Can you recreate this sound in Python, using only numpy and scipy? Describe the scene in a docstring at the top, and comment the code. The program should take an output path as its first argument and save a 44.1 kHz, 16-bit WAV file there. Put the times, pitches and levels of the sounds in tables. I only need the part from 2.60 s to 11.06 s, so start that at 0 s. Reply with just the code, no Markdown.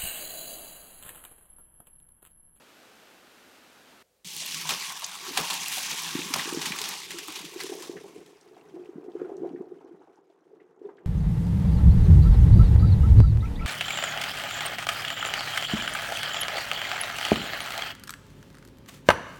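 """Draining a pot of broccoli

A pot simmers over a hissing gas burner; then its hot water and broccoli are poured into a wire
colander in a steel sink. Droplet impacts and ringing air bubbles make the spatter, gushes slap the
basin, and falling florets and the gulping drain excite its low resonances. The pour thins to a dull
gurgle with a few drips."""
import sys
import numpy as np
from scipy import signal
from scipy.fft import rfft, irfft, next_fast_len
from scipy.io import wavfile
from scipy.ndimage import uniform_filter1d

SR = 44100
rng = np.random.default_rng(int(sys.argv[2]) if len(sys.argv) > 2 else 0)


def to_wav(s):
    """Save 16-bit WAV."""
    ch = np.atleast_2d(s).T  # columns
    pcm = np.round(np.clip(ch, -1, 1) * 32767)  # PCM
    wavfile.write(sys.argv[1], SR, pcm.astype(np.int16))


N = 373086
T = np.arange(N) / SR
STOVE_END_S, POUR_START_S, SEEP_START_S = 1.427, 1.645, 5.37

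# Spectra of the burner and of the quiet kitchen: (frequency [Hz], relative level [dB])
STOVE_SPECTRUM = [(30, -23), (145, -11), (252, -1.5), (721, -4.5), (1070, -7.5), (1540, -5), (2000, -9.5),
                  (2650, -8.5), (3400, -11), (11400, -23), (13300, -21.5), (16000, -32)]
ROOM_SPECTRUM = [(24, -35.5), (40, -1.5), (306, -10), (502, 2.5), (1000, -12.5), (6460, -15.5),
                 (15000, -19.5)]
# Strength of the stream as the pot is tipped: (time [s], level [dB])
POUR_LEVELS = [(1.65, -45), (1.77, -37), (1.97, -37.5), (2.2, -37), (2.37, -42.5), (2.6, -43.5),
               (2.94, -36), (3.33, -35.5), (3.68, -39.5), (3.96, -39.5), (4.07, -40.5), (4.32, -38),
               (4.42, -45), (4.8, -44), (4.95, -49), (5.04, -44.5), (5.26, -51.5), (5.33, -55.5)]
# Spectrum of droplets on mesh and steel: (frequency [Hz], relative level [dB])
SPATTER_SPECTRUM = [(350, -47.5), (600, -14), (920, 2), (1110, 1), (1240, -1.5), (1430, -5), (2180, 0.5),
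                    (3120, 4), (4050, 1.5), (6290, -2), (12000, -10.5), (14700, -16.5), (16000, -17)]
# Modes of sink and colander, rung by droplets: (frequency [Hz], relative level [dB], t60 [s])
STEEL_MODES = [(891, -27.5, 0.087), (1950, -28, 0.052), (2550, -26, 0.032), (2860, -23.5, 0.02),
               (1167, -22.5, 0.044), (6170, -23, 0.047)]
# Low middle of the splash against its patter: (time [s], relative level [dB])
SPLASH_BODY_LEVELS = [(1.92, -16.5), (2.33, -3), (3.2, -10.5), (3.9, -4), (4.3, -4.5), (4.45, -11.5),
                      (5.1, -8.5), (5.4, -3.5)]
# Spectra of the drumming sink floor and the drain's hollow: (frequency [Hz], relative level [dB])
DRUM_SPECTRUM = [(40, -26.5), (55, -26), (85, -10), (112, -16), (168, 3), (215, -5), (500, -12),
                 (900, -51.5)]
HOLLOW_SPECTRUM = [(150, -39.5), (260, -10.5), (330, -2), (380, 2.5), (440, -0.5), (520, -10.5),
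                   (610, -16.5), (720, -12), (900, -27), (1500, -63.5)]
# Swells of low gurgling and drumming, from tumbling florets or the gulping drain:
# (time [s], peak level [dB], rise [dB/s], fall [dB/s], relative level on the floor [dB])
GURGLE_SURGES = [(2.06, -74, 69, 110, 17), (2.705, -46.5, 166, 198, -8), (3.65, -50, 45, 73, 0),
                 (3.96, -46, 110, 32, -3.5), (4.55, -50, 133, 63, -15), (5.14, -44.5, 31, 24.5, -19.5),
                 (5.37, -47.5, 200, 71, -6.5), (5.58, -50, 197, 104, -9.5), (5.88, -56, 168, 61, -8),
                 (6.17, -50.5, 60, 59, -10), (6.62, -43, 36.5, 22.5, -18), (6.87, -46, 85, 44.5, -10),
                 (7.14, -51.5, 109.5, 34.5, -18), (7.44, -58.5, 110.5, 62, -16.5),
                 (7.94, -56.5, 75, 25, -14.5), (8.258, -47, 257.5, 87.5, -19), (8.46, -51, 111.5, 90, -9)]
# Blows on the basin and gulps of the drain: (time [s], peak level [dB], pitch [Hz], swell time [s])
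BASIN_THUDS = [(1.665, -48, 174, 0.015), (1.779, -48.5, 205, 0.013), (1.963, -46.5, 171, 0.02),
               (2.06, -45.5, 161, .025), (2.692, -38, 372, 0.0081), (2.713, -38, 260, 0.008),
               (2.808, -35, 169, 0.0086), (3.555, -19.5, 278, 0.0043), (3.592, -26, 298, 0.0045),
               (3.664, -38, 205, 0.014), (3.709, -33, 273, 0.0092), (3.763, -31.5, 190, 0.0059),
               (3.859, -33, 310, .005), (3.878, -29, 370, 0.005), (3.928, -23.5, 346, 0.0041),
               (3.948, -26.5, 400, 0.0067), (3.975, -21, 315, 0.0042), (3.994, -34, 290, 0.0038),
               (4.074, -38, 234, 0.0067), (4.109, -31.5, 208, 0.0084), (4.215, -37, 410, 0.01),
               (4.552, -39, 337, 0.017), (4.574, -42, 340, 0.0091), (4.691, -39.5, 315, 0.02),
               (4.844, -38.5, 312, 0.01), (4.857, -45, 180, 0.012), (4.964, -31, 354, 0.0074),
               (5.046, -34, 348, 0.005), (5.1, -30, 403, 0.0065), (5.123, -26, 377, 0.0083),
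               (5.143, -35.5, 379, .008), (5.298, -24.5, 368, 0.0051), (5.362, -47.5, 180, 0.014),
               (5.445, -35, 390, 0.0081), (5.565, -33.5, 396, 0.008), (5.584, -46, 194, 0.014),
               (6.146, -34.5, 343, 0.01), (6.166, -34, 360, 0.015), (6.198, -35, 350, 0.0087),
               (6.216, -35.5, 365, 0.012), (6.294, -33.5, 362, 0.0082), (6.361, -34, 232, 0.0077),
               (6.384, -29.5, 345, 0.0049), (6.4, -34, 363, 0.0049), (6.485, -30, 356, 0.0058),
               (6.556, -24.5, 388, 0.0067), (6.619, -19.5, 397, 0.0049), (6.632, -28.5, 397, 0.011),
               (6.654, -31.5, 373, 0.016), (6.696, -29.5, 429, 0.0043), (6.721, -30, 383, .007),
               (6.76, -31, 377, 0.018), (6.812, -36, 260, .006), (6.823, -25, 370, 0.0081),
               (6.835, -22.5, 390, 0.0047), (6.846, -25, 440, 0.0044), (6.861, -25, 372, 0.01),
               (6.913, -33, 275, 0.0062), (6.938, -31, 294, 0.0054), (6.95, -26.5, 369, 0.0057),
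               (7.007, -36, 226, 0.011), (7.012, -26.5, 373, 0.0081), (7.123, -29, 385, 0.0091),
               (7.295, -39.5, 387, .007), (7.316, -40.5, 340, 0.011), (7.345, -50, 206, 0.012),
               (7.702, -52, 362, 0.0063), (7.936, -42, 421, 0.009), (8.218, -33, 398, 0.0056),
               (8.256, -30, 401, 0.017), (8.268, -47, 225, 0.013), (8.293, -38, 407, .009)]
# Modes of the basin and of its floor, rung by thuds: (frequency [Hz], gain [dB], t60 [s])
BASIN_RESONANCES = [(304, -4, 0.16), (358, 4, 0.12), (463, -8, 0.12), (727, 7.5, .14)]
FLOOR_RESONANCES = [(168, -49, 0.14), (199, -47, 0.048)]
# Single drops ticking on the steel: (time [s], level [dB], pitch [Hz])
DROP_TICKS = [(1.8246, -29, 4800), (2.138, -23, 5080), (2.4424, -22.5, 4700), (2.445, -21.5, 6220),
              (2.9076, -20, 3500), (3.1268, -26.5, 3130), (3.1815, -24, 3670), (3.317, -24, 4130),
              (3.6179, -24.5, 2610), (3.9472, -26.5, 5530), (4.633, -40, 2470), (5.012, -27, 4300),
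              (5.5615, -48, 2510), (5.811, -47, 5700), (6.0114, -53, 2740), (6.257, -51, 2500),
              (6.518, -54, 3630), (6.768, -51.5, 5920), (6.892, -56, 2970), (7.5571, -63, 5790),
              (7.701, -63.5, 3550), (8.371, -57, 3280)]
# Air pockets closing with a plop: (time [s], level [dB], pitch [Hz])
AIR_POCKETS = [(1.825, -47, 700), (2.055, -36.5, 980), (2.429, -39, 930), (2.837, -31.5, 920),
               (2.925, -36, 900), (3.176, -35, 756), (3.796, -26, 1900), (4.123, -27.5, 2390),
               (4.508, -37.5, 1980), (4.588, -40, 1890), (4.684, -39.5, 1030), (5.005, -32.5, 2010),
               (5.127, -40, 730), (5.37, -40.5, 1890), (5.443, -49, 789), (5.97, -49, 730),
               (6.165, -49, 720), (6.49, -49.5, 690), (6.6, -49.5, 1360), (6.615, -49, 1360),
               (6.648, -48, 1370), (6.698, -39.5, 706), (6.736, -49.5, 740), (6.833, -42, 726),
               (6.848, -41, 673), (6.88, -47, 720), (6.962, -54.5, 1800), (7.009, -47, 784),
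               (7.211, -49.5, 850), (7.418, -52.5, 846), (7.476, -54, 779), (7.577, -55, 828),
               (7.703, -60, 660), (8.003, -58, 1965), (8.292, -47.5, 970), (8.294, -59, 1590),
               (8.384, -55, 1630)]
# Gushes and florets slapping the basin: (time [s], crack level [dB], fall time [s], thump level [dB])
GUSH_SLAPS = [(1.912, -32, .005, -60), (1.945, -27, .004, -57), (2.092, -23, 0.011, -34),
              (2.106, -26.5, 0.0076, -28), (3.161, -35, 0.0037, -54), (2.774, -18, 0.0082, -20.5),
              (2.902, -27.5, 0.018, -32), (3.314, -39, 0.011, -35.5), (3.739, -17.5, 0.0045, -26),
              (3.76, -33, 0.0063, -30.5), (3.792, -33.5, 0.034, -42), (4.016, -29.5, 0.016, -37),
              (4.058, -27, 0.017, -40), (4.12, -28.5, 0.003, -38), (4.188, -26, 0.0053, -54),
              (4.216, -24, 0.0037, -51), (4.24, -30.5, 0.008, -35.5), (4.287, -32, 0.0029, -38),
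              (4.507, -32, 0.0043, -47), (4.586, -31.5, 0.0074, -57), (4.683, -32.5, 0.0044, -37.5),
              (4.762, -38, 0.015, -49), (4.791, -38, 0.0092, -42), (4.851, -38, 0.0044, -57),
              (5.004, -37, 0.011, -39.5), (5.223, -37, .005, -62), (5.235, -43, 0.014, -45),
              (5.662, -51, 0.0042, -76)]
# Spectra of a slap's crack, splat and boom: (frequency [Hz], relative level [dB])
CRACK_SPECTRUM = [(500, -32.5), (1500, -6), (2800, 1), (5500, -1.5), (8000, -5), (15000, -16.5)]
SPLAT_SPECTRUM = [(250, -21), (560, -9), (800, 3), (1100, 4.5), (1700, -4), (4000, -8), (8000, -25.5)]
BOOM_SPECTRUM = [(25, -32), (42, -12.5), (110, -15.5), (170, 1), (260, -5.5), (560, -9), (1000, -33.5)]
# Lapping of the trickle out of the heap, with its lulls: (time [s], level [dB])
TRICKLE_LEVELS = [(5.6, -67.5), (5.78, -68.5), (6.03, -64), (6.35, -66), (7.57, -69.5), (7.68, -79),
                  (7.76, -71), (7.87, -74.5), (8.0, -71)]
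# Spectra of fine dripping and of lapping on the sink floor: (frequency [Hz], relative level [dB])
DRIP_SPECTRUM = [(1000, -8), (2000, 1.5), (3200, -2), (4500, -8), (6000, -7), (9000, -14), (15000, -23)]
LAP_SPECTRUM = [(450, -27), (700, -3), (850, -0.5), (1100, -4), (1500, -8.5), (2000, -16.5), (3500, -55)]


def undb(db):
    """The decibel scale: 20 dB is a factor of ten in amplitude."""
    return 10 ** (np.asarray(db) / 20)


def unit(x):
    """Normalisation to rms 1."""
    return x / np.sqrt(np.mean(x ** 2) + 1e-30)


def curve(table):
    """Linear interpolation of (time [s], level [dB]) points."""
    return np.interp(T, *np.transpose(table))


def decay_from(start_s, db, db_per_s):
    """Exponential decay: a gain that holds until start_s, then falls evenly in dB."""
    return undb(db - db_per_s * np.maximum(T - start_s, 0))


def add(out, s, x):
    """Superposition of x on out from time s on."""
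    i = max(int(s * SR), 0)
    out[i:i + len(x)] += x[:max(N - i, 0)]


def colour(x, spectrum, size=4096):
    """Minimum-phase filtering to the given spectrum, by folding the cepstrum; rms 1."""
    hz, db = np.transpose(spectrum)
    bins_hz = np.maximum(np.fft.rfftfreq(size, 1 / SR), 1)
    gain = undb(np.interp(np.log(bins_hz), np.log(hz), db))
    cepstrum = irfft(np.log(gain))
    cepstrum[1:size // 2] *= 2
    cepstrum[size // 2 + 1:] = 0
    response = irfft(np.exp(rfft(cepstrum)))
    return unit(signal.oaconvolve(x, response)[:len(x)])


def band(x, lo_hz, hi_hz, order=4):
    """Band-pass filtering."""
    edges = [lo_hz, min(hi_hz, SR / 2 - 1)]
    return signal.sosfilt(signal.butter(order, edges, "band", fs=SR, output="sos"), x)


def waver(rate):
    """Random modulation: ramps between new values, rate times a second; rms 1."""
    hold = max(int(SR / rate), 1)
    steps = np.repeat(rng.standard_normal(N // hold + 1), hold)
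    return unit(uniform_filter1d(steps, hold)[:N])


def sizes(count, spread_db):
    """A power law of amplitudes: many small, a few large."""
    return undb(spread_db * np.minimum(rng.exponential(size=count), 4))


def impacts(rate, spread_db):
    """Shot noise: independent impulses, on average rate a second; rms 1."""
    size = sizes(N, spread_db)
    return unit((rng.random(N) < rate / SR) * size * rng.choice([-1, 1], N))


def ring(x, hz, t60):
    """A damped resonator driven by x, dying by 60 dB in t60 seconds."""
    pole = np.exp((2j * np.pi * hz - np.log(1000) / t60) / SR)
    return signal.lfilter([1], [1, -pole], x + 1e-18).imag


def stove():
    """Broadband burner hiss and the shot noise of simmering, ending abruptly before the pour."""
    simmer = unit(rng.standard_normal(N) + undb(-8.5) * impacts(rate=460, spread_db=2.5))
    simmer *= undb(0.35 * waver(rate=7))
    gate = np.clip((STOVE_END_S - T) / 0.0033 + 0.5, 0, 1)
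    return colour(simmer, STOVE_SPECTRUM) * undb(-55.5) * gate


def kitchen():
    """Ambient noise: a faint room tone that fades out under the water."""
    return colour(rng.standard_normal(N), ROOM_SPECTRUM) * undb(-70.5) * np.interp(T, [5, 7], [1, 0])


def flow():
    """Flow sets amplitude: the stream starts at once, follows the pot's tilt and dries up."""
    onset = np.clip((T - POUR_START_S) / 0.0017, 0, 1)
    empty_s = POUR_LEVELS[-1][0]
    return onset * decay_from(empty_s, curve(POUR_LEVELS), db_per_s=38.5)


def spatter(rate, spread_db, tail_s):
    """Incoherent sources add in energy: each droplet breaks up into a decaying burst of noise."""
    retention = np.exp(-2 / (tail_s * SR))
    energy = signal.lfilter([1], [1, -retention], impacts(rate, spread_db) ** 2 + 1e-18)
    return unit(np.sqrt(energy) * rng.standard_normal(N))


def fizz(rate_per_khz, spread_db, cycles):
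    """Bubble resonance in 64 sizes: the smaller bubbles ring higher, die sooner and are more frequent."""
    out = np.zeros(N)
    for hz in np.geomspace(700, 15500, 64):
        count = int(rate_per_khz * hz / 1000 * N / SR)
        births = np.zeros(N)
        births[rng.integers(0, N, count)] = sizes(count, spread_db) * rng.choice([-1, 1], count)
        out += np.sqrt(hz) * unit(ring(births, hz, cycles / hz))
    return unit(out)


def wander(x, bands=12):
    """Timbre depends on the point of impact: as the stream shifts, its bands swell and sink separately."""
    size = next_fast_len(N)
    log_hz = np.log(np.fft.rfftfreq(size, 1 / SR) + 1)
    place = np.interp(log_hz, np.log([800, 12000]), [0, bands - 1])
    spectrum = rfft(x, size)
    out = np.zeros(N)
    for k in range(bands):
        triangle = np.maximum(1 - abs(place - k), 0)
        out += irfft(spectrum * triangle, size)[:N] * undb(1.5 * waver(rate=24))
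    return unit(out)


def stream(pour):
    """Impact noise and bubble resonance: droplets click on mesh and steel, ring them and trap air."""
    water = spatter(rate=800, spread_db=3, tail_s=0.0022)
    water += undb(-5.5) * spatter(rate=74, spread_db=1, tail_s=0.044)
    water += undb(-2.5) * impacts(rate=2300, spread_db=3)
    water += undb(-2.5) * fizz(rate_per_khz=12, spread_db=2.5, cycles=10)
    # the pool under the colander traps fewer, larger bubbles that ring on longer
    pool = band(fizz(rate_per_khz=3.5, spread_db=1, cycles=52), 630, 3200, order=1)
    water = colour(unit(water) + undb(-5) * pool, SPATTER_SPECTRUM) * undb(waver(rate=60))
    steel = sum(undb(db) * unit(ring(water, hz, t60)) for hz, db, t60 in STEEL_MODES)
    water = wander(water + steel)
    water *= undb(1.43 * (T > 4.35) * waver(rate=90))  # the last of the water comes in dollops
    body = unit(band(water, 590, 1684)) * undb(curve(SPLASH_BODY_LEVELS))
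    patter = unit(band(water, 1900, 7030))
    # lone droplets on bare metal stand out at the very top
    pricks = unit(band(spatter(rate=110, spread_db=6, tail_s=0.0011), 5000, 17000, order=2))
    flare_db = 6 * np.exp(-((T - 3.16) / 0.045) ** 2 / 2)  # the spray flares once at full flow
    spray = (unit(band(water, 7530, SR / 2)) + undb(-6.5) * pricks) * undb(flare_db - 6)
    return (body + patter + spray) * pour


def blips(events, glide):
    """Wave packets: rounded tones that swell and die, rising in pitch by the share glide per swell time."""
    out = np.zeros(N)
    for s, db, hz, swell_s in events:
        age = np.arange(int(6 * swell_s * SR)) / SR / swell_s  # 1 at the peak
        envelope = (age * np.exp(1 - age)) ** 5
        phase = 2 * np.pi * hz * swell_s * (age - 1 + glide * (age - 1) ** 2 / 2)
        add(out, s - swell_s, undb(db) * envelope * np.sin(phase + rng.uniform(0, 2 * np.pi)))
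    return out


def bubble_swell_s(hz):
    """A scaling law: larger, lower bubbles sound for longer."""
    return 0.006 * (1000 / hz) ** 0.55


def gurgles(pour, count=600):
    """Bubble resonance: single pockets of air trapped by the stream sing out above it."""
    gap, size, octaves = rng.standard_normal((count, 3)).T
    times = POUR_START_S + np.cumsum(np.exp(0.5 * gap)) / 110  # about 100 a second
    hz = np.clip(2970 * 2 ** (0.6 * octaves), 750, 8000)
    db = -4 + 3 * np.minimum(size, 2)
    bubbles = [row for row in zip(times, db, hz, bubble_swell_s(hz)) if row[0] < T[-1]]
    return blips(bubbles, glide=0.02) * pour


def fill_out(x, fill_s=0.22):
    """A fading notch: the pour opens as a thin hiss; its middle range fills in over the first moments."""
    thinness = np.exp(-(np.maximum(T - POUR_START_S, 0) / fill_s) ** 2)
    return x - 0.59 * thinness * band(x, 1300, 3300, order=1)


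def surges():
    """Energy summation of swells of gurgling and drumming: the gains in the hollow and on the floor."""
    hollow, floor = np.zeros((2, N))
    for s, db, rise, fall, floor_db in GURGLE_SURGES:
        gain = undb(db - np.maximum(rise * (s - T), fall * (T - s)))
        hollow = np.hypot(hollow, gain)
        floor = np.hypot(floor, gain * undb(floor_db))
    return hollow, floor


def basin(pour, surge, weight):
    """Plate and cavity resonance: stream and florets drum on the floor, water churns in the drain."""
    # the dry basin drums louder until water covers it
    bare_db = 11 * np.exp(-np.maximum(T - POUR_START_S, 0) / 0.032)
    drum = colour(impacts(rate=600, spread_db=2), DRUM_SPECTRUM)
    drum *= np.hypot(pour * undb(bare_db - 20), weight)
    churn = colour(impacts(rate=210, spread_db=0.46), HOLLOW_SPECTRUM)
    churn *= np.hypot(pour * undb(-30), surge)
    return drum * undb(waver(rate=15)) + churn  # the wandering stream drums unevenly


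def small_thuds(surge, count=400, swell_s=0.0095):
    """A random pulse train: lesser blows that scale with the surge, as rows like those of BASIN_THUDS."""
    gap, size, pitch = rng.standard_normal((count, 3)).T
    times = POUR_START_S + np.cumsum(np.exp(0.5 * gap)) / 18  # about 16 a second
    levels = 20 * np.log10(np.interp(times, T, surge)) + 3 + 2 * size
    pitches = 366 * 2 ** (0.22 * pitch)
    return [(s, db, hz, swell_s) for s, db, hz in zip(times, levels, pitches) if s < T[-1]]


def thuds(surge):
    """Modal response: soft blows and gulps leave the basin and its floor ringing faintly."""
    blows = blips(BASIN_THUDS + small_thuds(surge), glide=0.022)
    blows = signal.sosfiltfilt(signal.butter(3, 125, "high", fs=SR, output="sos"), blows)
    basin_ring = sum(undb(db) * ring(blows, hz, t60) for hz, db, t60 in BASIN_RESONANCES)
    floor_ring = sum(undb(db) * ring(blows, hz, t60) for hz, db, t60 in FLOOR_RESONANCES)
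    return blows + undb(-55.5) * basin_ring + floor_ring


def drops(crack_s=0.0013, splutter_s=0.015, ring_s=0.0016):
    """Impact and air entrainment: each drop cracks, rings a tiny bubble and splutters faintly."""
    out, t = np.zeros(N), T[:SR // 12]
    attack = np.minimum(t / 0.00037, 1)
    splash_envelope = undb(-4.5) * np.exp(-t / crack_s) + undb(-16.5) * np.exp(-t / splutter_s)
    for s, db, hz in DROP_TICKS:
        noise = unit(band(rng.standard_normal(len(t)), 0.7 * hz, 1.3 * hz, order=2))
        bubble = np.sin(2 * np.pi * hz * t) * np.exp(-t / ring_s)
        add(out, s, undb(db) * (bubble + noise * splash_envelope) * attack)
    return out


def plops():
    """Cavity closure: a pocket of air shuts with a wet squelch and resonates as one bubble."""
    squelches, t, bubbles = np.zeros(N), T[:SR // 8], []
    for s, db, hz in AIR_POCKETS:
        swell_s = bubble_swell_s(hz)
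        noise = unit(band(rng.standard_normal(len(t)), hz / 1.39, hz * 1.25, order=2))
        envelope = np.minimum(t / swell_s, 1) * np.exp(-t / (5 * swell_s))
        add(squelches, s - swell_s, undb(db - 5) * noise * envelope)
        bubbles.append((s, db, hz, swell_s))
    return squelches + blips(bubbles, glide=0.033)


def burst(peak_s, swell_s, fall_s):
    """A transient envelope: exponential growth to 1 at peak_s, then exponential decay."""
    out, t = np.zeros(N), T[:SR // 2] - 0.1
    add(out, peak_s + t[0], np.exp(np.minimum(t / swell_s, -t / fall_s)))
    return out


def slaps():
    """Liquid impact: a gush cracks and splats, then the floor booms and thrown-up water patters back."""
    crack, thump, boom, wash = np.zeros((4, N))
    for s, crack_db, fall_s, thump_db in GUSH_SLAPS:
        landing = burst(s, 0.12 * fall_s, fall_s)
        crack += undb(crack_db) * landing
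        thump += undb(thump_db) * landing
        boom += undb(thump_db - 14) * burst(s + 0.014, swell_s=0.007, fall_s=0.028)
        wash += undb(thump_db - 12) * burst(s + 0.02, swell_s=0.024, fall_s=0.042)
    spray = crack * colour(rng.standard_normal(N), CRACK_SPECTRUM)
    droplets = spatter(rate=420, spread_db=2.5, tail_s=0.0015)
    patter = undb(0.5) * wash * colour(droplets, CRACK_SPECTRUM)
    splat = np.hypot(thump, wash) * colour(rng.standard_normal(N), SPLAT_SPECTRUM)
    return spray + patter + splat + boom * colour(rng.standard_normal(N), BOOM_SPECTRUM)


def trickle(surge):
    """Drainage: the last water seeps through the florets, drips and laps; each surge stirs up more."""
    ticks = fizz(rate_per_khz=1.2, spread_db=4.5, cycles=53)
    ticks += undb(5.5) * spatter(rate=300, spread_db=3.5, tail_s=0.013)
    laps = spatter(rate=260, spread_db=0, tail_s=0.0098)
    laps += undb(-7) * fizz(rate_per_khz=2.5, spread_db=0, cycles=22)
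    drip_gain = np.hypot(decay_from(SEEP_START_S, db=-63.5, db_per_s=7.5), undb(-27.5) * surge)
    lap_gain = np.hypot(undb(curve(TRICKLE_LEVELS)), undb(-18.5) * surge)
    onset = np.clip((T - SEEP_START_S) / 0.21, 0, 1)
    return (colour(ticks, DRIP_SPECTRUM) * drip_gain + colour(laps, LAP_SPECTRUM) * lap_gain) * onset


def reflections(x, t60, wet_db):
    """Reverberation: a dense, dying cloud of echoes from nearby walls follows the direct sound."""
    t = T[:SR // 2]
    tail = rng.standard_normal(len(t)) * 1000 ** (-t / t60) * (t > 0.002)
    return x + undb(wet_db) * signal.oaconvolve(x, tail / np.linalg.norm(tail))[:N]


def scene():
    """Superposition in one channel: the stove, then the sink, heard close up in a small kitchen."""
    pour = flow()
    surge, weight = surges()
    sink = fill_out(stream(pour) + gurgles(pour)) + basin(pour, surge, weight)
    sink += trickle(surge) + slaps() + drops() + plops() + thuds(surge)
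    reverberant_sink = reflections(sink, t60=0.22, wet_db=-20)
    return (stove() + kitchen() + reverberant_sink)[None]


def record(dry):
    """Band limiting: filters cut the deepest rumble and the extreme treble."""
    high_pass = signal.butter(2, 42, "high", fs=SR, output="sos")
    low_pass = signal.ellip(10, 0.2, 80, 15900, fs=SR, output="sos")
    return signal.sosfilt(low_pass, signal.sosfilt(high_pass, dry))


dry = scene()
out = record(dry)
to_wav(out)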